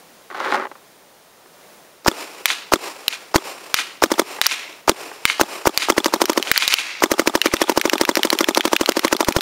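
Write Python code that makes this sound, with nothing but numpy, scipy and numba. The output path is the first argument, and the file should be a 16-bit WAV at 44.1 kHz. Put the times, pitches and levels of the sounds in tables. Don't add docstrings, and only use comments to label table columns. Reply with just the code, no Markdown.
import sys
import numpy as np
from scipy import signal
from scipy.fft import rfft, irfft, next_fast_len
from scipy.io import wavfile
from scipy.ndimage import uniform_filter1d
from numba import njit

SR = 44100
rng = np.random.default_rng(int(sys.argv[2]) if len(sys.argv) > 2 else 0)


def to_linear_factor(level_db):
    exponent = np.asarray(level_db, float) / 20
    return 10 ** exponent


def unload_audio(sound):
    columns = np.transpose(np.atleast_2d(sound))
    steps = np.round(np.clip(columns, -1, 1) * 32767)
    wavfile.write(sys.argv[1], SR, steps.astype(np.int16))


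N = 414981
T = np.arange(N) / SR

# [f/Hz, density/dB]
FIELD_SPECTRUM = [(18, -68), (30, -49.5), (64, -21.5), (134, -25), (165, -5), (259, -6), (499, -1),
                  (3060, -13.5), (3670, -13), (14800, -19.5), (16000, -16)]
FIELD_DB = -48
# [f/Hz, density/dB]
RUMBLE_SPECTRUM = [(20, -8.5), (60, -9), (150, 4), (260, -20), (400, -50)]
RUMBLE_DB = -69.5
# [t/s, level/dB]
AIR_PUFFS = [(2.082, -19.5), (3.3586, -21.5), (4.038, -31), (5.4141, -25), (5.671, -28), (5.904, -31),
             (5.9812, -47), (6.2182, -40), (7.039, -35), (7.117, -25.5), (7.2745, -35), (7.5395, -18.5),
             (7.6176, -40), (8.014, -36), (8.8125, -25.5), (9.2855, -20), (9.3672, -10)]

# [t/s, peak/dB, treble/dB]
BALL_KNOCKS = [(0.302, -31, -11), (.312, -29.5, -17), (0.346, -25, -18), (.402, -19.5, -14),
               (0.459, -18, -18), (0.523, -12, -22), (.544, -13, -11), (.554, -10, -12), (.575, -12, -28),
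               (.597, -17, -22), (.653, -22.5, -29), (.668, -29, -28), (.714, -30, -34), (0.753, -37, -34),
               (1.459, -45, -18), (4.386, -23, -10), (5.115, -28, -14)]
# [t/s, level/dB]
TUMBLE_LEVEL = [
    (0.301, -36),
    (.342, -41),
    (.348, -31.5),
    (.4, -29),
    (.46, -22.5),
    (.505, -25.5),
    (.55, -10),
    (.59, -24),
    (.66, -30),
]
# [f/Hz, level/dB, t60/s]
SHELL_MODES = [(388, -11, 0.06), (557, -8, 0.028), (848, -5.5, 0.036), (1110, 2, 0.013), (1440, 4, 0.0071),
               (1950, -1.5, 0.0087), (2380, -10, 0.0041)]
# [f/Hz, density/dB]
WHIRR_SPECTRUM = [(88, -37), (150, 3), (240, -15), (270, -2.5), (406, 2), (612, -0.5), (1020, 0),
                  (1790, -6.5), (2600, -3.5), (3550, -12), (5360, -11), (6260, -16), (7320, -13),
                  (11000, -21), (16000, -25)]
# [f/Hz, width/Hz, level/dB]
MOTOR_CASE = [(2590, 300, -10), (4130, 350, -7), (5400, 700, -5), (7300, 500, -8), (8600, 600, -12),
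              (9800, 300, -16), (11000, 500, -14), (12450, 450, -15)]
GEAR_HZ = 2490
FEED_START_MS, FEED_HOLD_MS, FEED_RELEASE_MS, FEED_IDLE_MS = 33, 86, 91, 407
FEED_DB, FEED_SAG_DB, FEED_COAST_DB, FEED_IDLE_DB = -16.5, -17.5, -32, -43
HARD_CONTACT_DB, SETTLE_S, SETTLED_DB = -11, .562, -18

# [t/s, peak/dB, panel pitch
# f/Hz, hardness/dB, echo/dB]
BALL_HITS = [(2.4568, -9.5, 2340, -19, 6), (3.081, -13, 3050, -15, -2.5), (3.7423, -12, 2884, -17.5, 6.5),
             (4.4146, -10.5, 2340, -18.5, 7.5), (4.4661, -1.5, 2280, -8.5, 2.5),
             (5.2533, -10, 2270, -23, 7), (5.7755, -3, 2460, -8, 4), (6.0444, -6.5, 2930, -7, -5),
             (6.2559, -3, 3110, 6, -6), (6.3319, -10, 2310, -16, -14), (6.4266, -8.5, 3130, -18, 0),
             (6.515, 2, 2270, -18, 3.5), (6.577, 4, 3300, -10.5, 7.5), (6.6785, 5.5, 3870, -17, 7.5),
             (6.7397, 9, 3130, -18, 1.5), (7.416, -2.5, 2890, -23, 2.5), (7.4696, 1, 2390, -25, -8),
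             (7.5674, -10, 2660, -22, 1.5), (7.6257, -4, 2510, -28, -8), (7.7225, -13, 2970, -19, -7),
               (7.814, -3.5, 2150, -21, -4), (7.897, -5, 2800, -25, -13), (7.981, -13, 2770, -19, 0),
               (8.0517, -6, 2750, -22, -13), (8.1545, -5, 2270, -15, -7), (8.2324, -2.5, 2900, -25, -17),
               (8.303, -2.5, 3380, -15, -11), (8.3884, -6.5, 3330, -16, -7), (8.4431, -4, 2620, -27, -10),
               (8.5481, -8.5, 2800, -20, -1), (8.608, 0, 2550, -31, -1.5), (8.6788, -6, 1700, -21, -10),
               (8.7643, 2, 2852, -26, -6), (8.86, -3.5, 3170, -25, -5), (8.9206, -1.5, 2200, -22, -3.5),
               (8.994, -1, 2150, -19, -4.5), (9.0798, -7, 2500, -22, -3), (9.1661, -6, 2260, -12, -11),
               (9.2466, -10.5, 2760, -18, 0), (9.3236, -10.5, 2346, -16, -8),
               (9.4085, -10, 2500, -16, -2.5)]
# [delay/ms, level/dB]
HARD_ECHOES = [
    (8.5, -23),
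    (25.5, -22),
    (33, -24),
    (46, -10),
    (61, -24),
    (67, -23),
    (88, -30),
]
# [f/Hz, density/dB]
SPRAY_SPECTRUM = [(180, -20), (300, -15), (762, -11), (978, -8), (1720, -2), (2440, 3), (2790, 2.5),
                  (7950, -9), (11500, -17), (16000, -27)]
UPPER_HZ, UPPER_HZ_PER_DB, UPPER_SPREAD = 5000, 54, 0.029
PANEL_T60_S, WET_FROM_S, WET_T60_S = .01, 7.5, .005
GRASS_MS, GRASS_DB, GRASS_FADE_DB_PER_MS = 3.95, -11, .95
HEDGE_MS, HEDGE_DB = 22.4, -16
SHED_MS, SHED_DB = 51.4, -11.5
TREES_MS, TREES_DB, TREES_FADE_DB_PER_MS = 87, -26, .115

# [first blast t/s, last blast t/s, first force/dB, second force/dB, last force/dB]
TRIGGER_PULLS = [(2.0826, 2.0826, -5.5, 0, 0), (2.7378, 2.7379, -4.5, 0, 0), (3.361, 3.361, -5, 0, 0),
                 (4.0393, 4.1965, -3, -6.5, -4.5), (4.8959, 4.8957, -4.5, 9, 0),
                 (5.4133, 5.4133, -6.5, 0, 0), (5.6725, 5.6728, -4, 0, 2), (5.9021, 6.3768, -2, -3, -7),
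                 (7.0387, 7.354, -1, -4.5, -4.5), (7.4598, 8.4879, -4.5, -6.5, -6.5),
                 (8.5751, 9.3654, -3, -3.5, -7.5)]
CYCLE_S = .079
FORCE_SCATTER_DB = 1
# [strike lead/ms, return lag/ms]
BOLT_STROKES = [
    (14.6, 22.9),
    (15.6, 21.7),
    (19.3, 33.6),
]
# [t/s, peak/dB]
LOUD_VALVE_TICKS = [
    (2.047, -24),
    (2.0498, -35),
    (7.0046, -16),
]
# [f/Hz, level/dB, t60/s]
BARREL_MODES = [(324.7, -10, 0.043), (558, -19.5, 0.043), (936, -15.5, 0.013), (1960, -18.5, 0.004),
                (2660, -21, 0.0016)]
# [f/Hz, level/dB, t60/s]
BOLT_MODES = [(391, -3.5, 0.029), (810, 4, 0.018), (1184, -7, 0.019), (3440, -1, 0.0083), (2130, -11, .004),
              (7530, -2.5, 0.0022)]
# [f/Hz, density/dB]
JET_SPECTRUM = [(530, -8), (900, 1.5), (2830, -12.5), (3470, -13), (5410, -9.5), (8350, -16), (9090, -18.5),
                (11800, -20), (16000, -22)]
# [t/ms, level/dB]
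GAS_LEVEL = [
    (-19, -45),
    (-13.5, -18),
    (-2.5, -13.5),
    (-1.44, 1.5),
    (1.7, -0.5),
    (3, 7.5),
    (9, -8),
    (46, -33),
    (60, -67.5),
]


def spikes(s, size):
    x = np.zeros(N + 1)
    np.add.at(x, np.clip((np.asarray(s) * SR).astype(int), 0, N), size)
    return x[:N]


def rattle(s, size, tau):
    decay = np.exp(-T[:800] / tau)
    return signal.oaconvolve(spikes(s, size), decay)[:N] * rng.standard_normal(N)


def ring(x, modes):
    out = 0
    for hz, db, t60 in modes:
        pole = np.exp(2j * np.pi * hz / SR - np.log(1000) / (t60 * SR))
        out = out + to_linear_factor(db) * signal.lfilter([1], [1, -pole], x).imag
    return out


def resonance(x, hz, q):
    return signal.lfilter(*signal.iirpeak(hz, q, fs=SR), x)


def coloured(points):
    hz, db = np.transpose(points)
    size = next_fast_len(N)
    bins_hz = np.arange(size // 2 + 1) * SR / size
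    shape = to_linear_factor(np.interp(np.log(bins_hz + 1), np.log(hz), db))
    x = irfft(rfft(rng.standard_normal(size)) * shape, size)[:N]
    return x / x.std()


def contour(s, size, shape):
    ms, db = np.transpose(shape)
    return np.max([g * to_linear_factor(np.interp(T, t + ms / 1000, db, -200, -200)) for t, g in zip(s, size)], axis=0)


def flicker(rate, spread_db):
    k = int(SR / rate)
    steps = np.repeat(rng.standard_normal(N // k + 1), k)[:N]
    return to_linear_factor(spread_db * uniform_filter1d(steps, k))


def field():
    switch_on = 1 + 0.81 * np.exp(-T / 0.0057)
    return to_linear_factor(FIELD_DB) * flicker(3.2, 1.0) * switch_on * coloured(FIELD_SPECTRUM)


def puffs():
    s, db = np.transpose(AIR_PUFFS)
    push = np.hanning(int(0.0023 * SR))
    return signal.oaconvolve(spikes(s - .001, to_linear_factor(db + 25.5)), push)[:N]


def feeder_motor(s):
    ends_ms = np.cumsum([FEED_START_MS, FEED_HOLD_MS, FEED_RELEASE_MS, FEED_IDLE_MS])
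    levels_db = [FEED_DB, FEED_SAG_DB, FEED_COAST_DB, FEED_IDLE_DB]
    run = contour(s, np.ones(len(s)), np.transpose([ends_ms, levels_db]))
    turn = 2 * np.pi * GEAR_HZ * (T + np.cumsum(np.log(flicker(25, 0.0238))) / SR)
    whine = to_linear_factor(-25) * np.sin(turn) + to_linear_factor(-28) * np.sin(2 * turn)
    brushes = rng.standard_normal(N)
    case = sum(to_linear_factor(db) * resonance(brushes, hz, hz / max(width, 220)) for hz, width, db in MOTOR_CASE)
    return run * (flicker(120, 2.15) * (0.64 * coloured(WHIRR_SPECTRUM) + case) + whine)


def feeder_balls():
    when, shake_db = np.transpose(TUMBLE_LEVEL)
    tumble_gain = to_linear_factor(np.interp(T, when, shake_db, -200, -200) - 9.5)
    tumble = (rng.random(N) < 2800 / SR) * tumble_gain * flicker(90.4, 1.4)
    knock, peak_db, edge_db = np.transpose(BALL_KNOCKS)
    contacts = tumble + rattle(knock, to_linear_factor(peak_db - 18.5), 0.0038)
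    treble = to_linear_factor(np.where(T < SETTLE_S, HARD_CONTACT_DB, SETTLED_DB) + 15.5)
    edges = tumble * treble + rattle(knock, to_linear_factor(peak_db + edge_db), 0.00043)
    body = sum(ring(contacts * rng.laplace(size=N), [mode]) for mode in SHELL_MODES)
    clicks = ring(edges * rng.laplace(size=N), [(3600, 1.5, 0.00107), (6020, -27, 0.00055)])
    return body + clicks


def scatter():
    gap_ms, end_ms = HEDGE_MS - 3, 600
    grass_end_db = GRASS_DB - GRASS_FADE_DB_PER_MS * (gap_ms - GRASS_MS)
    grass = [(GRASS_MS - 2, -100), (GRASS_MS, GRASS_DB), (gap_ms, grass_end_db)]
    yard = [(HEDGE_MS, HEDGE_DB), (SHED_MS - 3, HEDGE_DB), (SHED_MS, SHED_DB)]
    trees_end_db = TREES_DB - TREES_FADE_DB_PER_MS * (end_ms - TREES_MS)
    return grass + yard + [(TREES_MS, TREES_DB), (end_ms, trees_end_db)]


def burst_on_panel(s, low_hz, crack_db, noise):
    t = np.arange(1000) / SR
    high_hz = (UPPER_HZ + UPPER_HZ_PER_DB * crack_db) * (1 + UPPER_SPREAD * noise[-1])
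    burst = -1. * (t == 0) + 0.14 * noise * np.exp(-t / 0.0022)
    low_t60 = PANEL_T60_S if s < WET_FROM_S else WET_T60_S
    panel = ring(burst, [(low_hz, 0, low_t60), (high_hz, crack_db + 24, .0022),
                         (0.74 * low_hz, -12, .008), (1.2963 * low_hz, -3, .005)])
    crack = ring(burst, [(5450, 2.1, 0.0019), (9100, -4, 0.0015), (11570, -3, 0.0022)])
    hit = signal.lfilter(*signal.butter(3, 1200, "high", fs=SR), panel + to_linear_factor(crack_db + 19) * crack)
    return hit / np.abs(hit).max()


def splats():
    direct, fieldward = np.zeros((2, N + 1000))
    hits = np.array(BALL_HITS)
    for (s, peak_db, low_hz, crack_db, echo_db), noise in zip(hits, rng.standard_normal((len(hits), 1000))):
        hit = to_linear_factor(peak_db + 23) * burst_on_panel(s, low_hz, crack_db, noise)
        start = int(s * SR)
        direct[start:start + 1000] += hit
        fieldward[start:start + 1000] += to_linear_factor(echo_db) * hit
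    direct, fieldward = direct[:N], fieldward[:N]
    delay_ms, slap_db = np.transpose(HARD_ECHOES)
    slaps = spikes(delay_ms / 1000, to_linear_factor(slap_db))[:4200]
    slaps = signal.lfilter(*signal.butter(2, 3000, fs=SR), slaps)
    slaps = signal.oaconvolve(fieldward, slaps)[:N]
    leaves = contour([0], [1], scatter()) * flicker(350, 1.6) * coloured(SPRAY_SPECTRUM)
    leaves = leaves[:int(.6 * SR)]
    dull = signal.lfilter(*signal.butter(2, 5500, fs=SR), leaves)
    leaves = dull + np.exp(-T[:len(dull)] / 0.22) * (leaves - dull)
    s, peak_db, echo_db = hits.T[[0, 1, 4]]
    into_leaves = spikes(s, to_linear_factor(peak_db + echo_db + 5)) + 0.008 * fieldward
    return direct + slaps + signal.oaconvolve(into_leaves, leaves)[:N]


def shots():
    rows = []
    for first, last, first_db, second_db, last_db in TRIGGER_PULLS:
        more = round((last - first) / CYCLE_S)
        forces_db = np.r_[first_db, np.linspace(second_db, last_db, more)]
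        rows += zip(np.linspace(first, last, more + 1), forces_db)
    s, force_db = np.transpose(rows)
    return s, force_db + FORCE_SCATTER_DB * rng.standard_normal(len(s))


def marker(s, force_db):
    stroke = np.r_[2, np.diff(s) > .2].astype(int)
    lead, lag = np.array(BOLT_STROKES)[stroke].T / 1000
    size = to_linear_factor(force_db + 13)
    seat_vary, suck_vary, back_vary, port_vary = to_linear_factor(1.2 * rng.standard_normal((len(s), 4))).T

    muzzle = 1.1 * spikes(s - .0013, size) - 1.9 * spikes(s - .0005, size)
    muzzle += .6 * spikes(s + 0.00313, size * suck_vary)
    blast = ring(uniform_filter1d(muzzle, size=5) * 5, BARREL_MODES)

    strike = spikes(s - lead - .0008, size) - 1.3 * spikes(s - lead - .0003, size)
    seat = spikes(s - .0068, size * seat_vary) + 0.4 * rattle(s - .0068, size * seat_vary, 0.00063)
    back = spikes(s + lag - .0015, size) + 0.22 * rattle(s + lag - .002, size * back_vary, 0.0023)
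    bolt = ring(to_linear_factor(-15.5) * strike + to_linear_factor(-23) * seat, BOLT_MODES[:3]) + to_linear_factor(-4.5) * ring(back, BOLT_MODES)

    click_s, click_db = np.transpose(LOUD_VALVE_TICKS)
    valve = rattle(s - lead - .0042, to_linear_factor(-25.5) * size, 0.0018) + rattle(click_s, to_linear_factor(click_db - 2), 0.0039)
    tick = ring(valve, [(1620, -7.5, 0.00091), (4930, -11, 0.0018), (13260, -19, 0.00114)])

    gas = to_linear_factor(-3) * contour(s, size, GAS_LEVEL) * flicker(700, 2.5) * coloured(JET_SPECTRUM)
    leave = spikes(s + .0022, to_linear_factor(0.5) * size * port_vary)
    ports = ring(leave, [(5800, 1.5, 0.0061), (8500, -23, .003)])
    near = blast + bolt + tick + gas + ports
    return near - 0.76 * resonance(near, 770, 3.5)


def scene():
    bass_cut = signal.butter(6, 220, "high", fs=SR, output="sos")
    s, force_db = shots()
    sources = feeder_motor(s) + feeder_balls() + splats() + marker(s, force_db)
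    return (field() + puffs() + signal.sosfilt(bass_cut, sources))[None]


@njit
def duck(x, top, attack, release, slow, share):
    gain, quick, memory = np.empty(len(x)), 0., 0.
    for i in range(len(x)):
        quick += (abs(x[i]) - quick) * (attack if abs(x[i]) > quick else release)
        memory = max(share * quick, memory * (1 - slow))
        gain[i] = 1 / np.sqrt(1 + ((quick + memory) / top) ** 2)
    return gain


def low_pass(x):
    return signal.sosfilt(signal.butter(12, 17030, fs=SR, output="sos"), x)


def record(dry):
    attack, release, slow = 1 / (0.00084 * SR), 1 / (0.033 * SR), 1 / (.2 * SR)
    gain = duck(dry[0], 0.3, attack, release, slow, 0.1)
    late = int(0.0014 * SR)
    x = dry[0] * np.r_[np.ones(late), gain][:N] + to_linear_factor(RUMBLE_DB) * coloured(RUMBLE_SPECTRUM)
    x = signal.lfilter(*signal.iirnotch(7880, 35, fs=SR), x)
    x = signal.sosfilt(signal.ellip(10, .2, 60, 15700, fs=SR, output="sos"), x)
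    x = np.clip(x, -1, 1)
    x = signal.sosfilt(signal.ellip(8, .2, 40, 16900, fs=SR, output="sos"), x)
    return low_pass(np.clip(x, -1, 1)[None])


dry = scene()
out = record(dry)
unload_audio(out)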